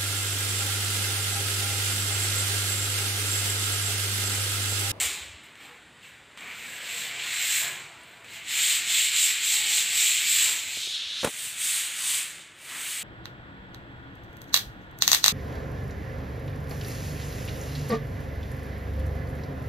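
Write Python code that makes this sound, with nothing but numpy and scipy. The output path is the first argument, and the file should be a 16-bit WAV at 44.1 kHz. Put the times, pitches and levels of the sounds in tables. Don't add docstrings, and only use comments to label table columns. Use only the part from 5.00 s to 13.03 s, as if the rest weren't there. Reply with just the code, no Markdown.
import sys
import numpy as np
from scipy import signal
from scipy.fft import rfft, irfft
from scipy.io import wavfile
from scipy.ndimage import uniform_filter1d

SR = 44100
rng = np.random.default_rng(int(sys.argv[2]) if len(sys.argv) > 2 else 0)


def int16_out(signal):
    q = np.round(np.clip(np.atleast_2d(signal).T, -1, 1) * 32767)
    wavfile.write(sys.argv[1], SR, q.astype(np.int16))


def invert_db(level):
    return 10 ** (np.asarray(level, dtype=float) / 20)


N = 354123

# peak in seconds, rise and fall to 6 dB under it in seconds,
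# force in dB, brightness in dB.
STROKES = [(0.034, 0.15, 0.044, -29.5, -1.5), (1.989, 0.17, 0.12, -36.5, -0.6),
           (2.529, 0.3, 0.12, -30.5, -2.4), (2.58, 0.16, 0.057, -38.5, 12), (3.367, 0.079, 0.026, -43, 0),
           (3.525, 0.042, 0.2, -33, -2.5), (3.68, 0.15, 0.102, -27.0, -0.2),
           (3.969, 0.098, 0.13, -26.5, -0.9), (4.228, 0.094, 0.093, -25.5, -0.5),
           (4.524, 0.11, 0.09, -26.5, -0.7), (4.76, 0.12, 0.087, -27, -0.4),
           (5.021, 0.12, 0.15, -26.5, 0.2), (5.31, 0.046, 0.25, -30.5, 3.5), (5.41, 0.26, 0.1, -28, -0.8),
           (5.86, 0.17, 0.18, -33, 1.8), (5.931, 0.009, 0.11, -36.5, -1), (6.213, 0.18, 0.018, -32.5, -0.5),
           (6.414, 0.07, 0.123, -39.5, 0), (6.67, 0.085, 0.19, -32.5, -1.3),
           (7.144, 0.18, 0.073, -32.5, -2), (7.718, 0.034, 0.096, -43.5, -4.5),
           (7.926, 0.2, 0.14, -38.5, -0.5)]
SCUFFS = [(0.44, 0.008, 0.046, -52.5, 0), (0.558, 0.006, 0.04, -58, 1), (0.647, 0.055, 0.047, -49.5, -0.2),
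          (0.749, 0.009, 0.044, -62, -0.6), (1.059, 0.042, 0.057, -52, 0.5), (1.154, 0.026, 0.02, -60, -1),
          (1.377, 0.006, 0.757, -47.5, -2), (1.778, 0.27, 0.017, -45, 2), (3.083, 0.19, 0.15, -56, 1.5),
          (3.25, 0.008, 0.08, -52, 1.5), (7.68, 0.094, 0.053, -49.5, 1)]
STROKE_DROP_DB, STROKE_SQUARENESS, USUAL_FORCE_DB = 6.0, 2.33, -35
# steepness over speed, share of brightness, extra dB per dB of force,
# hall share 0-1, hall t60 in seconds.
LAYERS = [
    (.67, -1.3, -0.3841, 0.6, 0.97),
    (1.01, -0.091, 0.0134, 0.41, 0.89),
    (1.45, 0.97, 0.3746, 0.33, 0.7),
    (1.7, 1.14, 0.25, 0.45, 0.51),
]
# level facing the wall in dB, change when shaded in dB,
# change when turned in dB.
LAYERS_AT_PHONE = [
    (-6, -9, -2),
    (-0.12, 0.2, -0.25),
    (-1, -13, 6),
    (-10, -21.5, 6),
]
GRAINS_PER_S, GRAIN_SPREAD_DB, WET_DB = 5000, 0.5, -1.5
# time in seconds, share shaded 0-1, share turned aside 0-1.
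PHONE_POSES = [(0.0, 0, .5), (.45, 0, 0), (5.69, 0, 0), (5.97, 1, 0), (6.18, 1, 0), (6.21, .83, .17),
               (6.3, 0, 1)]
# frequency in Hz, level in dB per Hz.
FACING = [(700, -33), (1480, -12), (2240, 0.5), (3200, -1), (4150, -2.5), (4600, -8), (5700, -11),
          (6410, -9), (7560, 2), (8320, -4), (9810, -16), (11200, -17), (14000, -10), (15200, -15.5)]
# frequency in Hz, level in dB per Hz.
SHADED = [(500, -47), (1050, -39), (1460, -23), (2000, -17.5), (2900, -4.5), (3700, 4.5), (4150, -1),
          (4600, -9), (5500, -12.5), (7600, -21), (10900, -31), (15200, -44)]
# frequency in Hz, level in dB per Hz.
ASIDE = [(290, -61), (500, -26), (704, -21), (898, -20), (1070, -21), (1150, -16), (1640, -8), (2210, -1),
         (3590, 2), (5360, -11), (8110, -1.5), (8960, -4), (10600, -12.5), (15200, -16.5)]
# frequency in Hz, t60 in seconds.
HALL_DECAY = [(300, 0.46), (2000, 0.75), (8000, 1), (15000, 0.59)]
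HALL_FILLED = 1.4

# time in seconds, peak in dB, brightness in dB per octave.
BUMPS = [(1.371, -44, -1.5), (2.619, -44, -1.5), (5.768, -43, -3), (5.87, -41, -7), (5.904, -45, -1)]
# time in seconds, peak in dB.
KNUCKLE_SKID = [(6.23, -18.5), (6.236, -21), (6.243, -12.5), (6.246, -11.5), (6.254, -28), (6.258, -19.5),
                (6.263, -24), (6.269, -21), (6.273, -19), (6.286, -34), (6.299, -45)]
SKID_BRIGHT_DB, SKID_BRIGHT_PER_DB, SKID_USUAL_DB = -2.5, 0.06, -20
# frequency in Hz, level in dB per Hz.
CASING = [(24, -46), (40, -27), (285, -9.5), (572, -6), (733, -11), (916, -10.5), (3420, -14.5),
          (4850, -22), (7770, -15.5), (15200, -21)]
BUMP_T60_S, THUD_S = 0.037, 0.039
# time in seconds, peak in dB, push time in seconds.
TAPS = [(5.773, -31, .0004), (5.874, -36, .00045), (6.2478, -14, 0.00054)]
# time in seconds, peak in dB, frequency in Hz.
THUDS = [(.005, -49, 95), (.045, -40.5, 74.5), (.1, -54, 80), (.203, -46, 73), (.25, -51, 75),
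         (.283, -47, 84), (.33, -45.5, 75), (5.657, -54, 89), (5.76, -55, 85), (5.87, -61, 110),
         (6.042, -59, 73)]
# time in seconds, peak in dB, frequency in Hz.
PINGS = [(1.407, -34, 7500), (3.034, -40.5, 9100)]
# time in seconds, peak in dB.
FLOOR_TICKS = [(0.4369, -38), (0.555, -36), (1.3747, -30), (1.3784, -44), (3.2446, -33)]

# loudest moment in seconds, approach in seconds, fade in dB per second, level in dB.
VEHICLES = [(0.02, 0.037, 45, -44), (.69, .08, 60, -55.5), (1.42, 0.02, 23, -48.5), (2.2, 0.52, 17, -50.5),
            (2.63, 0.022, 45, -44), (3.12, .2, 21, -58), (3.6, 0.11, 15, -58), (4.0, 0.6, 20, -55.5),
            (4.6, .12, 12, -54.5), (5.05, .2, 61, -58), (5.5, 0.092, 60, -48), (6.9, .3, 25, -69),
            (7.72, 0.038, 29, -52)]
STREET_REST_DB, APPROACH_DB = -74.5, 8.5
# frequency in Hz, level in dB per Hz.
STREET_TONE = [(24, -45), (40, -19), (128, -5), (407, -4), (469, -3.5), (533, -5.5), (699, -1.5),
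               (1200, -1.5), (1560, -1), (2640, -120)]
# start in seconds, end in seconds, frequency in Hz,
# width in Hz, level in dB.
HOOTS = [(1.85, 2.3, 697, 18, -59.5), (2.65, 3.496, 670, 14, -66), (2.9, 3.3, 985, 20, -66),
         (4.49, 4.85, 830, 70, -56.5), (.58, 0.84, 490, 15, -65), (6.98, 7.25, 1100, 220, -54),
         (4.8, 5.12, 730, 60, -62), (1.85, 1.99, 478, 29, -61.5), (2.6, 2.9, 138, 25, -62),
         (2.3, 2.82, 1680, 160, -46), (3.0, 3.22, 1600, 30, -66), (1.39, 1.62, 2350, 500, -47),
         (1.66, 1.9, 1680, 120, -50), (1.02, 1.12, 2750, 400, -56)]
# frequency in Hz, level in dB per Hz.
AIR = [(15, -44), (25, -10), (93, -1.5), (147, -1), (203, -4), (258, -3), (817, -8.5), (2090, -3),
       (3570, -7), (5490, -21.5), (6620, -19.5), (7770, -12), (11300, -32), (15200, -30)]
AIR_DB, AIR_SHADE_DB = -53.5, -1.5
EDGE_HZ, FLAT_HZ = 15490, 15200


def evened(x):
    return x / np.sqrt(np.mean(x ** 2) + 1e-20)


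def read(points, hz):
    f, value = np.transpose(points)
    return np.interp(np.log(np.minimum(hz, FLAT_HZ) + 1), np.log(f + 1), value)


def add(mix, s, sound):
    part = mix[round(s * SR):][:len(sound)]
    part += sound[:len(part)]


def patches(shape, wide, long):
    field = uniform_filter1d(rng.standard_normal(shape), wide, 0)
    return evened(uniform_filter1d(field, long, 1))


def noise(points, patchy_db):
    hz, t, z = signal.stft(rng.standard_normal(N), SR, nperseg=2048)
    z = z * invert_db(read(points, hz)[:, None] + patchy_db * patches(z.shape, 5, 6))
    return evened(signal.istft(z, SR, nperseg=2048)[1][:N])


def sandpaper():
    spread_db = GRAIN_SPREAD_DB * np.minimum(rng.exponential(1, N), 4)
    size = invert_db(spread_db) * rng.choice([-1., 1.], N)
    grit = evened(size * (rng.random(N) < GRAINS_PER_S / SR))
    hz, t, z = signal.stft(evened(grit + invert_db(WET_DB) * hall(grit)), SR, nperseg=256, noverlap=192)

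    s, *columns = np.transpose(PHONE_POSES)
    shaded, turned = (np.clip(np.interp(t, s, c), 0, 1) for c in columns)
    colours = np.transpose([read(c, hz) for c in (FACING, SHADED, ASIDE)])
    colour_db = colours @ [1 - shaded - turned, shaded, turned]

    bands = [(1200, 2400), (2400, 5000), (6000, 10000), (11500, 15300)]
    centres = np.log([1700, 3600, 7500, 13000])
    blend = np.transpose([np.interp(np.log(hz + 1), centres, one) for one in np.eye(4)])
    levels = np.array(stroke_levels(t, shaded, turned))
    for _ in range(3):
        shares = [(invert_db(colour_db[(hz >= lo) & (hz < hi)]) ** 2).sum(0) / len(hz) for lo, hi in bands]
        colour_db = colour_db + blend @ (levels - 10 * np.log10(shares))

    uneven_paper = 0.85 * patches(z.shape, 5, 40)
    shaky_hand = 0.24 * patches((1, len(t)), 1, 12)
    colour_db += uneven_paper + shaky_hand
    return signal.istft(z * invert_db(colour_db), SR, nperseg=256, noverlap=192)[1][:N]


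def stroke_levels(t, shaded, turned):
    peak, rise, fall, force_db, bright_db = np.transpose(STROKES + SCUFFS)[..., None]
    before = (peak - t) / np.maximum(rise, .005)
    after = (t - peak) / np.maximum(fall, .005)
    off = np.where(t < peak, before, after) ** STROKE_SQUARENESS
    levels = []
    for layer, at_phone in zip(LAYERS, LAYERS_AT_PHONE):
        steep, lean, firm, share, t60 = layer
        facing_db, shaded_db, turned_db = at_phone
        firm_db = firm * (force_db - USUAL_FORCE_DB)
        stroke_db = force_db + firm_db + lean * bright_db - STROKE_DROP_DB * steep * off
        power = (invert_db(stroke_db) ** 2).sum(0)
        keep = invert_db(-120 * (t[1] - t[0]) / t60)
        share = np.clip(share, 0, 1)
        echo = signal.lfilter([1 - keep], [1, -keep], power, zi=[keep * power[0] * HALL_FILLED])[0]
        power = (1 - share) * power + share * echo
        pose_db = facing_db + shaded_db * shaded + turned_db * turned
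        levels.append(10 * np.log10(power + 1e-12) + pose_db)
    return levels


def hall(x):
    out = np.zeros(N)
    at = np.arange(200, SR - 20, 20)
    place = np.arange(N) / SR // .025 % 8
    for k in range(8):
        taps = np.zeros(SR)
        taps[at + rng.integers(0, 20, len(at))] = rng.choice([-1., 1.], len(at))
        hz, t, z = signal.stft(taps, SR, nperseg=256)
        decay = invert_db(-60 * t / read(HALL_DECAY, hz)[:, None])
        tail = signal.istft(z * decay, SR, nperseg=256)[1]
        out += signal.fftconvolve(x * (place == k), tail / np.linalg.norm(tail))[:N]
    return out


def handling():
    out, t = np.zeros(N), np.arange(4096) / SR
    hz = np.fft.rfftfreq(len(t), 1 / SR)

    def burst(colour_db):
        return evened(irfft(rfft(rng.standard_normal(len(t))) * invert_db(colour_db)))

    skid = [(s, db, SKID_BRIGHT_DB + SKID_BRIGHT_PER_DB * (db - SKID_USUAL_DB)) for s, db in KNUCKLE_SKID]
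    for s, db, bright_db in BUMPS + skid:
        tilt_db = bright_db * np.log2(hz / 500 + .1) - 6.0 * (hz > 12000)
        knock = burst(read(CASING, hz) + tilt_db)
        add(out, s, invert_db(db - 2.5 - 60 * t / BUMP_T60_S) * knock * np.minimum(t / 0.003, 1))
    for s, db, push in TAPS:
        add(out, s, invert_db(db) * np.e * t / push * (1 - t / push / 2) * np.exp(-t / push))
    for s, db, f in THUDS:
        swell = np.sin(np.pi * np.minimum(t / THUD_S, 1))
        add(out, s, invert_db(db) * np.sin(2 * np.pi * f * t) * swell)
    for s, db, f in PINGS:
        add(out, s, invert_db(db - 60 * t / 0.011) * np.sin(2 * np.pi * f * t) * np.minimum(t / 0.0011, 1))
    for s, db in FLOOR_TICKS:
        rattle = burst(read(AIR, hz) - 30 * (hz < 900))
        tick_and_echo = invert_db(-60 * t / 0.012) + 0.089 * invert_db(-60 * t / .2)
        add(out, s, invert_db(db - 9.5) * rattle * tick_and_echo)
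    return out


def street():
    out = traffic_level() * noise(STREET_TONE, patchy_db=3.0)
    for start, end, hz, width, db in HOOTS:
        count = round((end - start) * SR)
        r = np.exp(-np.pi * width / SR)
        fuzz = signal.lfilter([1], [1, -2 * r, r * r], rng.standard_normal((2, SR))[:, :count])
        carrier = np.exp(2j * np.pi * hz * np.arange(count) / SR)
        tone = ((fuzz[0] + 1j * fuzz[1]) * carrier).real
        add(out, start, invert_db(db) * evened(tone) * signal.windows.tukey(count, .25))
    return out


def traffic_level():
    t = np.arange(N)[::64] / SR
    loudest, approach, fade, db = np.transpose(VEHICLES)[..., None]
    under_db = np.where(t < loudest, APPROACH_DB * (loudest - t) / approach, fade * (t - loudest))
    power = (invert_db(db - under_db) ** 2).sum(0) + invert_db(STREET_REST_DB) ** 2
    return np.interp(np.arange(N) / SR, t, np.sqrt(power))


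def hall_air():
    s, shaded, turned = np.transpose(PHONE_POSES)
    shade = np.interp(np.arange(N) / SR, s, shaded)
    return invert_db(AIR_DB + AIR_SHADE_DB * shade) * noise(AIR, patchy_db=1.5)


def scene():
    mix = sandpaper() + handling() + street() + hall_air()
    return np.array([mix, mix])


def low_pass(x):
    return signal.sosfilt(signal.butter(12, 16800, fs=SR, output="sos"), x)


def record(dry):
    bass_cut = signal.butter(3, 50, "high", fs=SR, output="sos")
    mix = signal.sosfilt(bass_cut, dry)
    top_cut = signal.firwin(4095, EDGE_HZ, window=("kaiser", 11), fs=SR)
    mix = signal.oaconvolve(mix, top_cut[None], "same")
    return low_pass(mix)


dry = scene()
out = record(dry)
int16_out(out)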